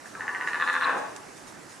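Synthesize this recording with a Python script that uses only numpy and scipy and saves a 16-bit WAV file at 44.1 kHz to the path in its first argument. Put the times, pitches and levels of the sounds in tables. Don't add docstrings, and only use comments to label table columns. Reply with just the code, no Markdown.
import sys
import numpy as np
from scipy import signal
from scipy.fft import rfft, irfft, next_fast_len
from scipy.io import wavfile
from scipy.ndimage import uniform_filter1d, map_coordinates

SR = 44100
rng = np.random.default_rng(int(sys.argv[2]) if len(sys.argv) > 2 else 0)


def file_out(sig):
    cols = np.atleast_2d(sig).T
    lim = np.clip(cols, -1, 1)
    pcm = np.round(lim * 32767).astype(np.int16)
    wavfile.write(sys.argv[1], SR, pcm)


N = 79380

# time_s, opening (0 shut, 1 wide), ring_pitch_factor
MOUTH_SHAPE = [(.15, 0.1, 0.94), (.3, 0.18, 1.043), (.47, 0.46, 1.03), (.62, 0.89, 0.985),
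               (.83, 0.87, 0.971), (.89, 0.77, 0.955), (.96, 0.96, 0.87), (1.02, 0.2, 0.75)]
# pitch_hz, width_hz, shut_db, open_db, extra_in_rasp_db
THROAT_RINGS = [(513, 310, -32, -29.5, -3.5), (1165, 137, -19.5, -6, 3.5), (1436, 22.4, -2.5, -4, -0.5),
                (1747, 207, -1, -4.5, -2.5), (2626, 392, -23, -25, 3.5), (3680, 193, -47.5, -19.5, -18),
                (4110, 227, -50, -24.5, -1.5)]
def throat_pulse(s, db, bend=1, rasping=False, boost_db=23, air_db=-10.5, air_fade_s=.006):
    opening, scale = at(MOUTH_SHAPE, s)
    scale = scale * bend * (1 + .02 * rng.standard_normal())
    narrow = 1 - .15 * (1 - opening)
    throat = ring([(hz * scale, width * narrow, shut + (wide - shut) * opening + rasping * extra)
                   for hz, width, shut, wide, extra in THROAT_RINGS])
    t = np.arange(SR // 20) / SR
    puff = rng.standard_normal(len(t)) * np.exp(-t / air_fade_s)
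    puff *= amp(air_db) / np.linalg.norm(puff)
    puff[0] += 1
    return amp(db + boost_db) * signal.fftconvolve(puff, throat)


# start_s, pulse_count, first_relative_db, change_per_pulse_db
STUTTER_BURSTS = [(.0575, 1, -19, 0), (.152, 1, -13, 0), (.2077, 2, -7.5, -3), (.2802, 2, -4, -2),
                  (.3482, 2, -5, -7), (.411, 3, -4, -3), (.474, 3, -1.5, -4.5), (.5328, 3, -2, -1.5),
                  (.5995, 3, -5.5, 3.1), (.6757, 3, -1.2, .2), (.7293, 3, -7, 3.3), (.7645, 1, -2.5, 0),
                  (.811, 2, -3, 0)]
def stutter(gap_s=.0117, jitter_s=.00022, lead_in_db=-15, sag=.015):
    out = np.zeros(N)
    for start, count, db, change_db in STUTTER_BURSTS:
        add(out, start - gap_s, throat_pulse(start - gap_s, db + lead_in_db))
        for k in range(int(count)):
            s = start + k * gap_s + jitter_s * rng.standard_normal()
            bend = 1 - sag * (k - (count - 1) / 2)
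            add(out, s, throat_pulse(s, db + k * change_db, bend))
    return out


# time_s, relative_db, pulses_per_s
RASP_PULSES = [(.822, -14, 230), (.829, -5, 240), (.837, -4, 240), (.841, -20, 220), (.847, -19, 220),
               (.85, -4.5, 230), (.875, -5, 200), (.903, -4, 170), (.92, -12, 170), (.97, -20, 160),
               (1.02, -28, 130)]
def rasp(throat_jitter=.22, chest_jitter=.4, scatter_db=1.1):
    out = np.zeros(N)
    t = np.arange(int(RASP_PULSES[0][0] * SR), int(RASP_PULSES[-1][0] * SR)) / SR
    cycles = np.cumsum(at(RASP_PULSES, t)[1]) / SR
    for k, (slip, lurch, size) in enumerate(rng.standard_normal((100, 3))[:int(cycles[-1])]):
        throat_s, chest_s = np.interp([k + throat_jitter * slip, k + chest_jitter * lurch], cycles, t)
        db = at(RASP_PULSES, throat_s)[0] + scatter_db * size
        add(out, throat_s, throat_pulse(throat_s, db, rasping=True))
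        add(out, chest_s, grunt_pulse(throat_s, scatter_db * size))
    return out


# pitch_hz, width_hz, relative_db
CHEST_RINGS = [(151.4, 18.6, -10), (280, 53.5, 0), (492, 106, -0.5), (680, 104, -3.5), (867, 142, 1.5),
               (1216, 130, -7.5)]
# time_s, relative_db, ring_pitch_factor
GRUNT_SHAPE = [(.83, -26, 0.95), (.88, -6, 1.016), (.93, -9, .98), (.962, -3.5, 0.967), (1.02, -16.5, 1.03)]
def grunt_pulse(s, extra_db, boost_db=11):
    level_db, scale = at(GRUNT_SHAPE, s)
    chest = ring([(hz * scale, width, db) for hz, width, db in CHEST_RINGS])
    return chest * amp(boost_db + level_db + extra_db)


# time_s, relative_db
CREAK_SWELL = [(.13, -29), (.2, -15.5), (.3, -15), (.5, -13.5), (.65, -20.5), (.84, -19), (.86, -5)]
# pitch_hz, width_hz, relative_db
CREAK_RINGS = [(407, 78, -8), (830, 210, -7), (967, 38, -1.5), (1152, 84, 1)]
def creak(pulses_per_s=260, jitter=.45, boost_db=13):
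    out, pulse = np.zeros(N), ring(CREAK_RINGS)
    for k, slip in enumerate(rng.standard_normal(300)):
        s = CREAK_SWELL[0][0] + (k + jitter * slip) / pulses_per_s
        if s < CREAK_SWELL[-1][0]:
            add(out, s, pulse * amp(boost_db + at(CREAK_SWELL, s)[0]))
    return out


# pitch_hz, relative_db
HUM_TONES = [(258, -60), (510, -58), (776, -58), (867, -50), (992, -48)]
# time_s, gain_db
HUM_LOUDNESS = [(.13, -18), (.22, -10.5), (.5, -7), (.62, 4.5), (.84, 6), (.9, 3), (.95, -26)]
def hum(waver=.013, flutter_db=3.8, wobbles_per_s=40):
    t = np.arange(N) / SR
    clock = np.cumsum(1 + waver * wobble(wobbles_per_s)) / SR
    tones = sum(amp(db + flutter_db * wobble(wobbles_per_s)) * np.sin(2 * np.pi * hz * clock)
                for hz, db in HUM_TONES)
    sounding = (t > HUM_LOUDNESS[0][0]) & (t < HUM_LOUDNESS[-1][0])
    return tones * amp(at(HUM_LOUDNESS, t)[0]) * sounding


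def squeak(peak_s=.846, width_s=.005, pitch_hz=3950, swing_hz=220, flutter_hz=230, relative_db=-32):
    t = np.arange(N) / SR - peak_s
    flutter = 2 * np.pi * flutter_hz * t
    swell = np.exp(-(t / width_s) ** 2 / 2) * (1 + .7 * np.cos(flutter))
    hz = pitch_hz + swing_hz * np.sin(flutter)
    return amp(relative_db) * swell * np.sin(2 * np.pi * np.cumsum(hz) / SR)


# delay_s, level_db
WALL_ECHOES = [(.0039, -15), (.0058, -12.5), (0.0158, -10.5), (0.0221, -10.5)]
# pitch_hz, fade_s
TAIL_FADE = [(200, 0.45), (900, 0.74), (1700, 0.72), (2500, 0.81), (4000, 0.78), (10000, 0.033)]
# pitch_hz, half_width_hz, boost_db
WALL_TONES = [(613, 7.1, 5), (839, 15, 8), (1140, 8, 0), (1700, 16, 1)]
# pitch_hz, side_to_middle_ratio
ECHO_WIDTH = [(250, 0.41), (500, 1.4), (1100, 0.6), (1900, 0.18), (4000, 1.4)]
def enclosure(tail_db=-8.5, tail_rise_s=.03, near_db=-7, near_fade_s=.08):
    t = np.arange(SR) / SR
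    hz, times, noise = signal.stft(rng.standard_normal((2, SR)), SR, nperseg=256)
    fade = amp(-60 * times / along(TAIL_FADE, hz)[:, None])
    tail = signal.istft(noise * fade, SR, nperseg=256)[1][:, :SR]
    tail *= 1 - np.exp(-t / tail_rise_s)
    favoured = lambda f: amp(sum(db / (1 + ((f - hz) / width) ** 2) for hz, width, db in WALL_TONES))
    tail = filtered(tail, favoured)[:, :SR]
    near = rng.standard_normal((2, SR)) * amp(-60 * t / near_fade_s) * (t > WALL_ECHOES[0][0])
    mid, side = (amp(tail_db) * tail / np.linalg.norm(tail[0])
                 + amp(near_db) * near / np.linalg.norm(near[0]))
    side = filtered(side, lambda hz: along(ECHO_WIDTH, hz))[:SR]
    mid[0] += 1
    for delay_s, db in WALL_ECHOES:
        mid[int(delay_s * SR)] += amp(db)
    return np.array([mid + side, mid - side])


def echoed(voice, change_s=.2):
    t, out = np.arange(N) / SR, np.zeros((2, N))
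    for s in np.arange(0, RASP_PULSES[-1][0] + change_s, change_s):
        part = voice * np.clip(1 - abs(t - s) / change_s, 0, 1)
        out += signal.fftconvolve(part[None], enclosure(), axes=1)[:, :N]
    return out


# pitch_hz, relative_db
WASH_COLOUR = [(35, -5), (60, -13.5), (107, -1), (156, -0.5), (298, 2), (351, 1), (497, -1), (721, -1.5),
               (889, -2), (1100, -2.5), (1830, -5), (3270, -16.5), (6110, -12.5), (10200, -17.5),
               (15500, -40.5)]
# time_s, gain_db
WASH_TREBLE = [(0, -45.5), (.3, -44.5), (.7, -41.5), (1.1, -45), (1.5, -45.5), (1.8, -46)]
# start_s, gain_db, rise_s, fade_s
POOL_SPLASHES = [(.05, -45.5, 0.013, 0.038), (0.47, -37.5, 0.018, 0.021), (0.726, -42.5, 0.0028, 0.017),
                 (.97, -40.5, 0.015, 0.021), (1.166, -47, 0.00057, 0.013), (1.356, -43, 0.021, 0.032),
                 (1.469, -46, 0.0061, 0.036), (1.69, -44, 0.021, 0.05)]
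# pitch_hz, relative_db
SPLASH_TONE = [(300, -25), (2000, -7), (4000, -4), (6200, 0), (10000, -3), (12000, -14), (15000, -23)]
def water(bass_db=-46.5, split_hz=550):
    t = np.arange(N) / SR
    splash_gain = np.zeros(N)
    for s, db, rise_s, fade_s in POOL_SPLASHES:
        age = np.maximum(t - s, 0)
        splash_gain += amp(db) * (1 - np.exp(-age / rise_s)) * np.exp(-age / fade_s)
    wash = water_noise(WASH_COLOUR, patchy_db=1.5)
    bass = filtered(wash, lambda hz: 1 / (1 + (hz / split_hz) ** 2))
    treble = amp(at(WASH_TREBLE, t)[0]) * (wash - bass)
    return amp(bass_db) * bass + treble + splash_gain * water_noise(SPLASH_TONE, patchy_db=4)


# pitch_hz, relative_db
SLAP_TONE = [(300, -12), (1500, 0), (3000, -2), (6500, 0), (9500, -3), (12000, -17), (15000, -24)]
def slap(start_s=1.1633, level_db=-34, fade_s=.002):
    age = np.arange(N) / SR - start_s
    fade = (age > 0) * np.exp(-abs(age) / fade_s)
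    return amp(level_db) * fade * water_noise(SLAP_TONE, patchy_db=.5)


# pitch_hz, likeness (1 is the same)
WATER_LIKENESS = [(60, 1), (250, 0.45), (1000, 0.3), (3000, 0.58), (8000, 0.6), (13000, 0.083)]
# pitch_hz, left_minus_right_db
WATER_LEAN = [(60, 6), (160, -6), (300, -9.5), (550, -1), (1650, -5), (5000, -2), (15000, -2)]
def water_noise(colour, patchy_db):
    noise = signal.stft(rng.standard_normal((2, N)), nperseg=512)[2]
    patches = uniform_filter1d(rng.standard_normal(noise.shape[1:]), size=4, axis=0)
    patches = uniform_filter1d(patches, size=8, axis=1)
    pair = signal.istft(noise * amp(patchy_db * unit(patches)), nperseg=512)[1][:, :N]
    turn = lambda hz: np.arccos(np.clip(along(WATER_LIKENESS, hz), -1, 1)) / 2
    mid, side = filtered(pair, lambda hz: amp(along(colour, hz)) * [np.cos(turn(hz)), np.sin(turn(hz))])
    return unit(balanced(np.array([mid + side, mid - side]), WATER_LEAN))


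def ring(resonances, size=2048, steepness=1.5):
    f = np.fft.rfftfreq(size, 1 / SR) + 1
    gain = sum(amp(db) / (1 + ((f * f - hz * hz) / (2 * f * width)) ** 2) ** steepness
               for hz, width, db in resonances)
    cepstrum = irfft(np.log(gain + 1e-6))
    cepstrum[1:size // 2] *= 2
    cepstrum[size // 2 + 1:] = 0
    return irfft(np.exp(rfft(cepstrum)))


def amp(db):
    return 10 ** (np.asarray(db) / 20)


def unit(x):
    return x / np.sqrt(np.mean(x ** 2) + 1e-20)


def along(points, hz):
    pitches, values = np.transpose(points)
    return np.interp(np.log(hz + 1), np.log(pitches + 1), values)


def at(rows, t):
    times, *columns = np.transpose(rows)
    return [np.interp(t, times, column) for column in columns]


def filtered(x, response):
    size = next_fast_len(N + SR // 2)
    return irfft(rfft(x, size) * response(np.fft.rfftfreq(size, 1 / SR)), size)[..., :N]


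def balanced(pair, lean):
    return filtered(pair, lambda hz: amp(np.outer([.5, -.5], along(lean, hz))))


def add(track, s, sound):
    i = max(0, int(round(s * SR)))
    track[i:i + len(sound)] += sound[:max(0, N - i)]


def wobble(per_s):
    points = rng.standard_normal(int(N * per_s / SR) + 4)
    return map_coordinates(points, [np.arange(N) * per_s / SR])


# pitch_hz, left_minus_right_db
SEAL_LEAN = [(250, -10), (550, -1), (1100, 4), (1900, -1.5), (4000, 0)]
def scene(squeak_to_walls=.071):
    pool, whistle = water(), squeak()
    voice = stutter() + creak() + hum() + rasp() + squeak_to_walls * whistle
    seal = echoed(voice) + (1 - squeak_to_walls) * whistle
    return balanced(seal, SEAL_LEAN) + pool + slap()


def record(dry, low_cut_hz=75, top_hz=15400):
    return filtered(dry, lambda hz: hz / np.hypot(hz, low_cut_hz) * (hz < top_hz))


dry = scene()
out = record(dry)
file_out(out)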